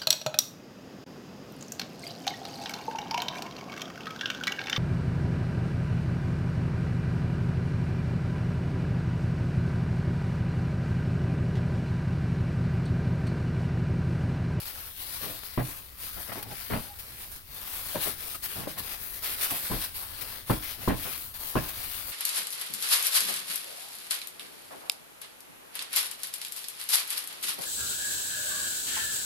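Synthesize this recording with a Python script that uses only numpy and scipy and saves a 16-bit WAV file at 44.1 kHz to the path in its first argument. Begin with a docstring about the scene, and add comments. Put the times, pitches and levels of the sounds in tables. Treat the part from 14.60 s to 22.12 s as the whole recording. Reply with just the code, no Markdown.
"""Gloved hands pressing bagged rice

A small kitchen, a stereo pair close to a thick wooden board. Hands in thin plastic gloves press and
spread cooked rice in a plastic bag. The film crinkles throughout, mostly left of centre, in swarms of
tiny snaps, with quick flicks when a fold gives way. Sticky grains squash dully under the fingers and
six firm presses knock the board. Near walls answer, over a low room tone."""
import sys
import numpy as np
from scipy import signal
from scipy.fft import rfft, irfft
from scipy.io import wavfile

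SR = 44100
rng = np.random.default_rng(int(sys.argv[2]) if len(sys.argv) > 2 else 0)


def transcribe(u):
    """Save the signal u as a 16-bit wav file named by the first command-line argument.

    u: samples, shape (n,) or (channels, n), limited to [-1, 1]; the rate is SR.
    q: integer samples, one column per channel.
    """
    v = np.clip(np.atleast_2d(u).T, -1, 1)
    q = np.round(v * 32767).astype(np.int16)
    wavfile.write(sys.argv[1], SR, q)


N = 331632
TIME, HZ = np.arange(N) / SR, np.fft.rfftfreq(N, 1 / SR)

# Levels are relative within each layer; side_db is the left microphone minus the right.
# Spectrum of the room tone: frequency_hz, level_db
ROOM_TONE = [(15, -2.5), (32, 1), (55, 1), (90, -0.5), (130, -9), (300, -20), (800, -32), (3000, -43.5),
             (15000, -18.5)]
# Strokes of the glove over the film: start_s, length_s, fizz_db, rustle_re_fizz_db, side_db
STROKES = [(-.08, 0.16, -41, -4.5, 5.5), (0.122, 0.16, -45, -6.5, 3.5), (.32, 0.38, -41, -6, 6),
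           (0.618, 0.074, -46.5, -0.5, 6.5), (0.718, .22, -47, -2.5, 6.5), (0.936, 0.24, -43, -6.5, 5),
           (1.363, .18, -42.5, -7, 4), (1.52, .10, -40, -7.5, 7), (1.64, 0.15, -45.5, -4, 8.5),
           (1.868, 0.33, -42, -4.5, 6), (2.19, 0.56, -48, -6, 1), (2.898, 0.36, -40, -6.5, 4.5),
           (3.252, 0.11, -38.5, -6, 5.5), (3.38, 0.12, -37, -6, 7), (3.56, 0.16, -39, -7.5, 6),
           (3.795, .21, -41.5, -6, 4.5), (4.073, 0.038, -40.5, -3.5, 3.5), (4.199, 0.15, -42.5, -3.5, 5.5),
           (4.373, 0.19, -41, -9, 6.5), (4.613, .13, -35, -4, 2), (4.766, 0.086, -34, -1.5, 0.5),
           (4.883, 0.12, -36, -6, 1), (4.978, .28, -38.5, -5, 3), (5.335, 0.097, -39, -7, 4),
           (5.433, .33, -43, -3.5, 5.5), (5.847, 0.13, -42.5, -5, 3.5), (6.011, 0.097, -41, -3.5, 7),
           (6.165, 0.23, -44, -3, 4.5), (6.386, 0.18, -39, -5.5, 7), (6.545, 0.15, -43, -11, 4),
           (6.776, 0.12, -39, -7, 6), (6.913, 0.27, -41.5, -3, 4.5), (7.16, 0.25, -40.5, -5.5, 6),
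           (7.432, .16, -39.5, -7.5, 5.5)]
# Spectrum of the crinkling film: frequency_hz, level_db
FILM_COLOUR = [(100, -9), (200, -2), (400, -2), (700, -3), (1200, -1.5), (2000, -2), (3000, -3), (4300, -3),
               (5200, -5.5), (6200, -11), (7500, -15), (8600, -10), (11800, -4.5), (15800, -8.5)]
# Balance of the film across the pair: frequency_hz, side_db
FILM_BALANCE = [(200, -3), (700, 0), (2400, 2.5), (4400, 5.5), (8100, -4), (11000, -2.5), (15000, 3.5)]
# Folds that give way at once: start_s, level_db, length_s, side_db
FLICKS = [(0.832, -44, 0.038, 9), (1.722, -40.5, .014, 8), (1.825, -37.5, 0.0047, 4),
          (2.383, -42.5, 0.024, 8), (2.607, -46.5, 0.032, -3), (2.712, -46, 0.011, -6),
          (3.414, -33.5, 0.031, 8.5), (3.744, -36, 0.01, 7), (3.823, -33.5, 0.037, 5.5),
          (4.174, -35, 0.028, 6), (4.634, -36, 0.0076, 0), (4.803, -29, 0.045, 6),
          (4.903, -27.5, 0.0084, 1), (5.606, -40.5, 0.019, 17.5), (5.899, -39, 0.013, 16),
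          (6.01, -45, 0.039, 6), (6.276, -36.5, 0.013, 6), (6.735, -40, 0.034, 6), (7.082, -37, 0.013, 5)]
# Spectrum of squashed rice: frequency_hz, level_db
RICE_COLOUR = [(30, -13.5), (70, 0.5), (125, 5.5), (260, 0.5), (450, -2.5), (700, 0), (1100, -3.5),
               (2600, -5.5), (5000, -16.5), (16000, -43)]
# Light kneading of the rice: start_s, level_db, length_s, upper_edge_hz, side_db
KNEADS = [(0.609, -43, 0.19, 1000, -1), (1.563, -43, 0.068, 500, 4), (1.687, -40, 0.035, 1200, 7),
          (1.718, -35.5, 0.023, 1800, -5), (1.749, -42, 0.099, 1200, -3), (1.832, -44, 0.098, 400, -2),
          (1.909, -42.5, 0.044, 1420, -1), (3.347, -34, 0.054, 1600, 3), (3.453, -38.5, 0.071, 1000, 5),
          (3.744, -43.5, 0.03, 2020, 0), (3.954, -40, 0.18, 1200, 1.5), (4.16, -41.5, 0.082, 1440, -1),
          (4.91, -39.5, 0.068, 1200, 4), (5.61, -47.5, 0.084, 1190, -4), (6.171, -46.5, 0.14, 900, 1),
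          (6.445, -39.5, 0.076, 1200, 1.5)]
# Single creases that snap through: start_s, level_db, side_db
CREASES = [(0.835, -13.5, 2), (1.829, -17, 2), (4.0746, -45, -3), (4.9090, -17, -9), (4.9160, -28, 0),
           (6.746, -24.5, 7), (7.083, -28, 3)]
# Firm presses: start_s, knock_db, contact_ms, jolt_db, squash_db, squash_s, upper_edge_hz, side_db
PRESSES = [(0.9755, -21, 1.3, -52, -29.5, .063, 750, 0.5), (2.124, -38, 1.2, -37, -29.5, 0.11, 700, 2),
           (5.114, -31.5, 0.74, -41, -32, .1, 590, 2.5), (5.8980, -22, 0.38, -43, -25, 0.065, 546, -0.5),
           (6.2759, -18.5, 0.96, -45, -24, 0.081, 620, 1), (6.9540, -21, 0.52, -42, -25, 0.056, 834, 1.5)]
# Modes of the board on its support: pitch_hz, level_db, t60_s, side_db
BOARD_MODES = [(46, -10, 0.24, 2), (79.5, -36, 0.084, 7), (127, -4, .2, -8), (162.5, -5.5, 0.21, -7),
               (223, -5, 0.037, -3), (257.7, -1.5, 0.13, -2), (309.6, -10.5, 0.24, -8),
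               (378, -2.5, 0.093, -1), (477, -15.5, 0.22, -20), (650, -12.5, 0.017, 23),
               (856, -17, 0.026, 7), (1016, 3.5, 0.029, 12), (1150, 4.5, 0.02, -2), (1264, -1, 0.03, -1),
               (1770, -12.5, 0.033, 4)]
# A low hum of the board under a press, and higher hollow squeaks: start_s, level_db, length_s, pitch_hz
BRIEF_NOTES = [(.985, -34.5, 0.08, 128), (1.791, -51.5, 0.092, 807), (1.9, -47, 0.052, 821),
               (2.082, -38, 0.14, 229), (2.28, -48.5, 0.069, 816), (3.344, -28.5, 0.031, 601),
               (3.354, -34.5, 0.022, 943), (3.739, -43.5, 0.03, 1258)]
# Light fingertip taps: start_s, level_db, contact_ms
TAPS = [(3.356, -31, .7), (3.472, -35, 1.3), (4.0715, -31, .9)]
# Hollow ring of a tap: pitch_hz, level_db, t60_s, side_db
TAP_MODES = [(151.4, -16.5, 0.304, -12), (298, 0.5, 0.049, 8), (438, -1, 0.036, -7), (543, 4.5, 0.045, 7),
             (620, 0, 0.049, -12), (793, -9.5, 0.079, 16), (1070, 0.5, 0.033, 5)]
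# Decay of the kitchen: frequency_hz, t60_s
KITCHEN_DECAY = [(100, 0.48), (400, 0.27), (900, 0.39), (2000, 0.22), (6000, 0.44), (15000, 0.32)]


def amp(db):
    """Decibels to gain."""
    return 10 ** (np.asarray(db) / 20)


def unit_rms(x):
    """Scales to an rms of 1."""
    return x / np.sqrt(np.mean(x ** 2) + 1e-20)


def unit_band(x, low_hz, high_hz):
    """Scales a stereo sound so that its mid signal has an rms of 1 within the band."""
    mid = filtered(x.mean(0), (HZ > low_hz) & (HZ < high_hz))
    return x / mid.std()


def curve(points, hz):
    """Reads a table on a log-frequency axis."""
    points_hz, values = np.transpose(points)
    return np.interp(np.log(hz + 1), np.log(points_hz + 1), values)


def add(mix, start_s, sound):
    """Adds a sound to both channels of the mix."""
    part = mix[:, round(start_s * SR):][:, :sound.shape[1]]
    part += sound[:, :part.shape[1]]


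def panned(side_db):
    """Left and right gains for a level difference."""
    return amp(np.array([[.5], [-.5]]) * side_db)


def mid_side(mid, side, width_db):
    """Decodes mid and side to left and right."""
    return mid + amp(width_db) * np.array([[1], [-1]]) * side


def filtered(x, gain):
    """Applies one gain per frequency."""
    return irfft(rfft(x) * gain, x.shape[-1])


def burst(length_s, rise_s, fall_s):
    """Envelope that rises, holds until length_s and dies away."""
    t = np.arange(int((length_s + 6 * fall_s) * SR)) / SR
    return (1 - np.exp(-t / rise_s)) * np.exp(-np.maximum(t - length_s, 0) / fall_s)


def wander(top_hz):
    """Slow random drift with an rms of 1."""
    return unit_rms(filtered(rng.standard_normal(N), 1 / (1 + (HZ / top_hz) ** 4)))


def snaps(per_s, spread_db, ring_s, facets_per_s=55, active=7, size=128):
    """Swarm of tiny bucklings: each facet has its own brief ring, different toward each microphone."""
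    onsets = np.flatnonzero(rng.random(N) < per_s / SR)
    strength = amp(spread_db * np.minimum(rng.exponential(1, N), 5))[onsets, None]
    # a few facets work at once and new ones keep taking over, so the colour keeps shifting
    facet = (TIME * facets_per_s + active * rng.random(N))[onsets].astype(int)
    rings = rng.standard_normal((2, 512, size)) * np.exp(-np.arange(size) / SR / ring_s)
    rings /= np.linalg.norm(rings, axis=2, keepdims=True)
    samples = (onsets[:, None] + np.arange(size)).ravel()
    swarm = [np.bincount(samples, (strength * mic[facet % len(mic)]).ravel(), N)[:N] for mic in rings]
    return unit_rms(np.array(swarm))


def ring(modes, size=16384):
    """Ring of a struck body at both microphones; neighbouring modes swing in opposite senses."""
    t = np.arange(size) / SR
    return sum((-1) ** k * amp(db - 60 * t / t60_s) * panned(side_db) * np.sin(2 * np.pi * hz * t)
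               for k, (hz, db, t60_s, side_db) in enumerate(modes))


def blows(rows, response):
    """Padded blows on a body; a longer contact leaves out the higher modes."""
    t, out = np.arange(SR // 20) / SR, np.zeros((2, N))
    for start_s, db, contact_ms, *_ in rows:
        phase = 2 * np.pi * t / (contact_ms / 1000)
        push = phase * np.exp(-phase)
        add(out, start_s, amp(db) * signal.fftconvolve(response, push[None] / push.sum(), axes=1))
    return out


def room_tone(level_db=-49, waver_db=-1.5):
    """Low, wavering background of the kitchen, nearly the same at both microphones."""
    mid, side = filtered(rng.standard_normal((2, N)), amp(curve(ROOM_TONE, HZ)))
    return amp(level_db + waver_db * wander(top_hz=12)) * unit_rms(mid_side(mid, side, width_db=-9))


def glove_strokes(grip_share=0.39, ease_s=0.052, resting_db=-55, drag_db=1.5):
    """Stereo gains of fizz and rustle: each stroke gathers speed, holds, and the film comes to rest."""
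    fizz_power = (amp(resting_db) * panned(side_db=6)) ** 2 * np.ones(N)  # film settling between strokes
    rustle_power = fizz_power * amp(-2) ** 2
    for start_s, length_s, db, rustle_db, side_db in STROKES:
        t = TIME - start_s
        gather = np.sin(np.pi / 2 * np.clip(t / (grip_share * length_s), 0, 1))
        ease = np.exp(-np.maximum(t - length_s, 0) / ease_s)
        power = (amp(db) * panned(side_db) * gather * ease) ** 2
        fizz_power += power
        rustle_power += power * amp(rustle_db) ** 2
    uneven_drag = amp(drag_db * wander(top_hz=8.5))
    return np.sqrt([fizz_power, rustle_power]) * uneven_drag


def film_crinkle(fizz_db=-1.72, rustle_db=-3, clump_db=0.34, split_hz=6800, flap_hz=613, flap_db=-43.5):
    """Small creases fizz and wide folds rustle; the snaps come in clumps as the fingers slip."""
    fizz_gain, rustle_gain = glove_strokes()
    colour = amp(curve(FILM_COLOUR, HZ)) * panned(curve(FILM_BALANCE, HZ))
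    swarm = snaps(per_s=5200, spread_db=-2, ring_s=0.0012) * amp(clump_db * wander(top_hz=39.5))
    highpass = 1 / (1 + (split_hz / (HZ + 1)) ** 8)
    fizz = unit_band(filtered(swarm, colour * highpass), 8500, 16000)
    rustle = unit_band(filtered(swarm, colour * (1 - highpass)), 1200, 5500)
    slack = filtered(rustle, 1 / (1 + (HZ / flap_hz) ** 4))
    taut = rustle - slack
    flap = slack / np.hypot(1, rustle_gain / amp(flap_db))  # the bag's slack can flap only so loud
    stroked = amp(fizz_db) * fizz_gain * fizz + amp(rustle_db) * rustle_gain * (taut + flap)
    return stroked + fold_flicks(fizz, taut)


def rice_squash(firm_db=-20, yield_s_per_db=0.0014):
    """Sticky grains slip and collapse under the hand, muffled by the lump and carried by the board."""
    grains = snaps(per_s=3500, spread_db=1, ring_s=0.0016, facets_per_s=70, active=3.5, size=384)
    slips = filtered(mid_side(*grains, width_db=-3), amp(curve(RICE_COLOUR, HZ)))
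    # the softer a press, the longer the rice yields before the board is knocked
    pressed = [(start_s - yield_s_per_db * (firm_db - knock_db), *squash)
               for start_s, knock_db, _, _, *squash in PRESSES]
    direct = np.zeros((2, N))
    for start_s, db, length_s, upper_hz, side_db in pressed + KNEADS:
        progress = np.linspace(0, 1, int(length_s * SR))
        pressure = np.sin(np.pi * np.sqrt(progress))  # swells fast, then eases off
        piece = slips[:, round(start_s * SR):][:, :len(progress)]
        hz = np.fft.rfftfreq(len(progress), 1 / SR) + 1
        lower_hz = 130 ** 2 / upper_hz  # the band widens both ways around 130 Hz
        band = 1 / np.sqrt((1 + (hz / upper_hz) ** 2) * (1 + (lower_hz / hz) ** 3))
        add(direct, start_s, amp(db) * panned(side_db) * unit_rms(filtered(piece, band)) * pressure)
    board = ring(BOARD_MODES)
    carried = signal.oaconvolve(direct, board / abs(rfft(board)).max(), axes=1)[:, :N]
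    return direct + carried


def fold_flicks(fizz, rustle, fizz_db=-2, rustle_db=-10):
    """A fold gives way at once in a short, bright spray of snaps."""
    envelope = np.zeros((2, N))
    for start_s, db, length_s, side_db in FLICKS:
        flick = burst(length_s, rise_s=0.28 * length_s, fall_s=0.0095)
        add(envelope, start_s, amp(db) * panned(side_db) * flick)
    spray = amp(fizz_db) * fizz + amp(rustle_db) * rustle
    return envelope * np.roll(spray, N // 2, axis=1)  # shifted, so the fold has snaps of its own


def crease_ticks(gain_db=-2, fall_s=0.0002, size=512):
    """A stiff crease flips over in one go, with the colour of the film."""
    t, out = np.arange(size) / SR, np.zeros((2, N))
    colour = amp(curve(FILM_COLOUR, np.fft.rfftfreq(size, 1 / SR)))
    for start_s, db, side_db in CREASES:
        crack = unit_rms(filtered(rng.standard_normal((2, size)), colour)) * np.exp(-t / fall_s) / 2
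        add(out, start_s, amp(db + gain_db) * panned(side_db) * crack)
    return out


def board_knocks(gain_db=-1, slap_db=6, slap_hz=190, slap_s=0.0024):
    """The hand lands with a dead slap and the board rings on."""
    board = ring(BOARD_MODES)
    t = np.arange(board.shape[1]) / SR
    slap = amp(slap_db) * np.sin(2 * np.pi * slap_hz * t) * np.exp(-t / slap_s)
    return amp(gain_db) * blows(PRESSES, board + slap)


def support_jolts(support_hz=48, width_hz=25, shudder_s=0.063):
    """The support of the board shudders briefly under each press."""
    resonance = 1 / (1 + ((HZ - support_hz) / width_hz) ** 2) ** 1.5
    shudder = unit_rms(filtered(rng.standard_normal(N), resonance))
    envelope = np.zeros((2, N))
    for start_s, _, _, jolt_db, *_ in PRESSES:
        add(envelope, start_s, amp(jolt_db) * burst(shudder_s, rise_s=0.005, fall_s=0.028)[None])
    return envelope * shudder


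def hum_and_squeaks(waver=0.014, sag=0.074, roughness=0.31):
    """Brief wavering, sagging notes: a low hum of the board under a press, and higher hollow squeaks."""
    out, drift, flutter = np.zeros((2, N)), wander(top_hz=90), wander(top_hz=70)
    for start_s, db, length_s, centre_hz in BRIEF_NOTES:
        progress = np.linspace(0, 1, int(length_s * SR))
        span = round(start_s * SR) + np.arange(len(progress))
        pitch_hz = centre_hz * (1 + sag * (.5 - progress) + waver * drift[span])
        envelope = amp(db) * np.sin(np.pi * progress) * (1 + roughness * flutter[span])
        add(out, start_s, envelope * np.sin(2 * np.pi * np.cumsum(pitch_hz) / SR)[None])
    return out


def finger_taps():
    """Fingertips strike lightly, with a hollow note."""
    return blows(TAPS, ring(TAP_MODES))


def kitchen_echoes(sound, first_s=0.00743, spacing=16):
    """Sparse echoes of random sign from near walls, each band dying at its own speed."""
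    echoes = np.zeros((2, SR // 2))
    slots = np.arange(0, SR // 2 - spacing, spacing)
    arrivals = slots + rng.integers(0, spacing, (2, len(slots)))
    signs = rng.choice([-1., 1.], arrivals.shape)
    np.put_along_axis(echoes, arrivals, signs * (arrivals > first_s * SR), 1)
    hz, t, bands = signal.stft(echoes, SR, nperseg=256)
    shared = 1 / (1 + (hz[:, None] / 400) ** 2)  # long waves reach both microphones alike
    bands[1] = shared * bands[0] + np.sqrt(1 - shared ** 2) * bands[1]
    decay = amp(-60 * t / curve(KITCHEN_DECAY, hz)[:, None])
    tail = signal.istft(bands * decay, SR, nperseg=256)[1]
    return signal.fftconvolve(sound, tail / np.linalg.norm(tail[0]), axes=1)[:, :N]


def scene(handling_room_db=-14, knock_room_db=-10, rice_room_db=-11):
    """Handling, knocks and rice close to the pair, each with its share of the kitchen behind it."""
    handling = film_crinkle() + crease_ticks() + hum_and_squeaks()
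    knocks = board_knocks() + finger_taps()
    rice = rice_squash()
    to_walls = amp(handling_room_db) * handling + amp(knock_room_db) * knocks + amp(rice_room_db) * rice
    return handling + knocks + rice + kitchen_echoes(to_walls) + support_jolts() + room_tone()


def record(dry):
    """The recorder cuts the highest treble from both microphones."""
    lowpass = signal.firwin(511, cutoff=15950, window=("kaiser", 9), fs=SR)
    return signal.oaconvolve(dry, lowpass[None], "same")


dry = scene()
out = record(dry)
transcribe(out)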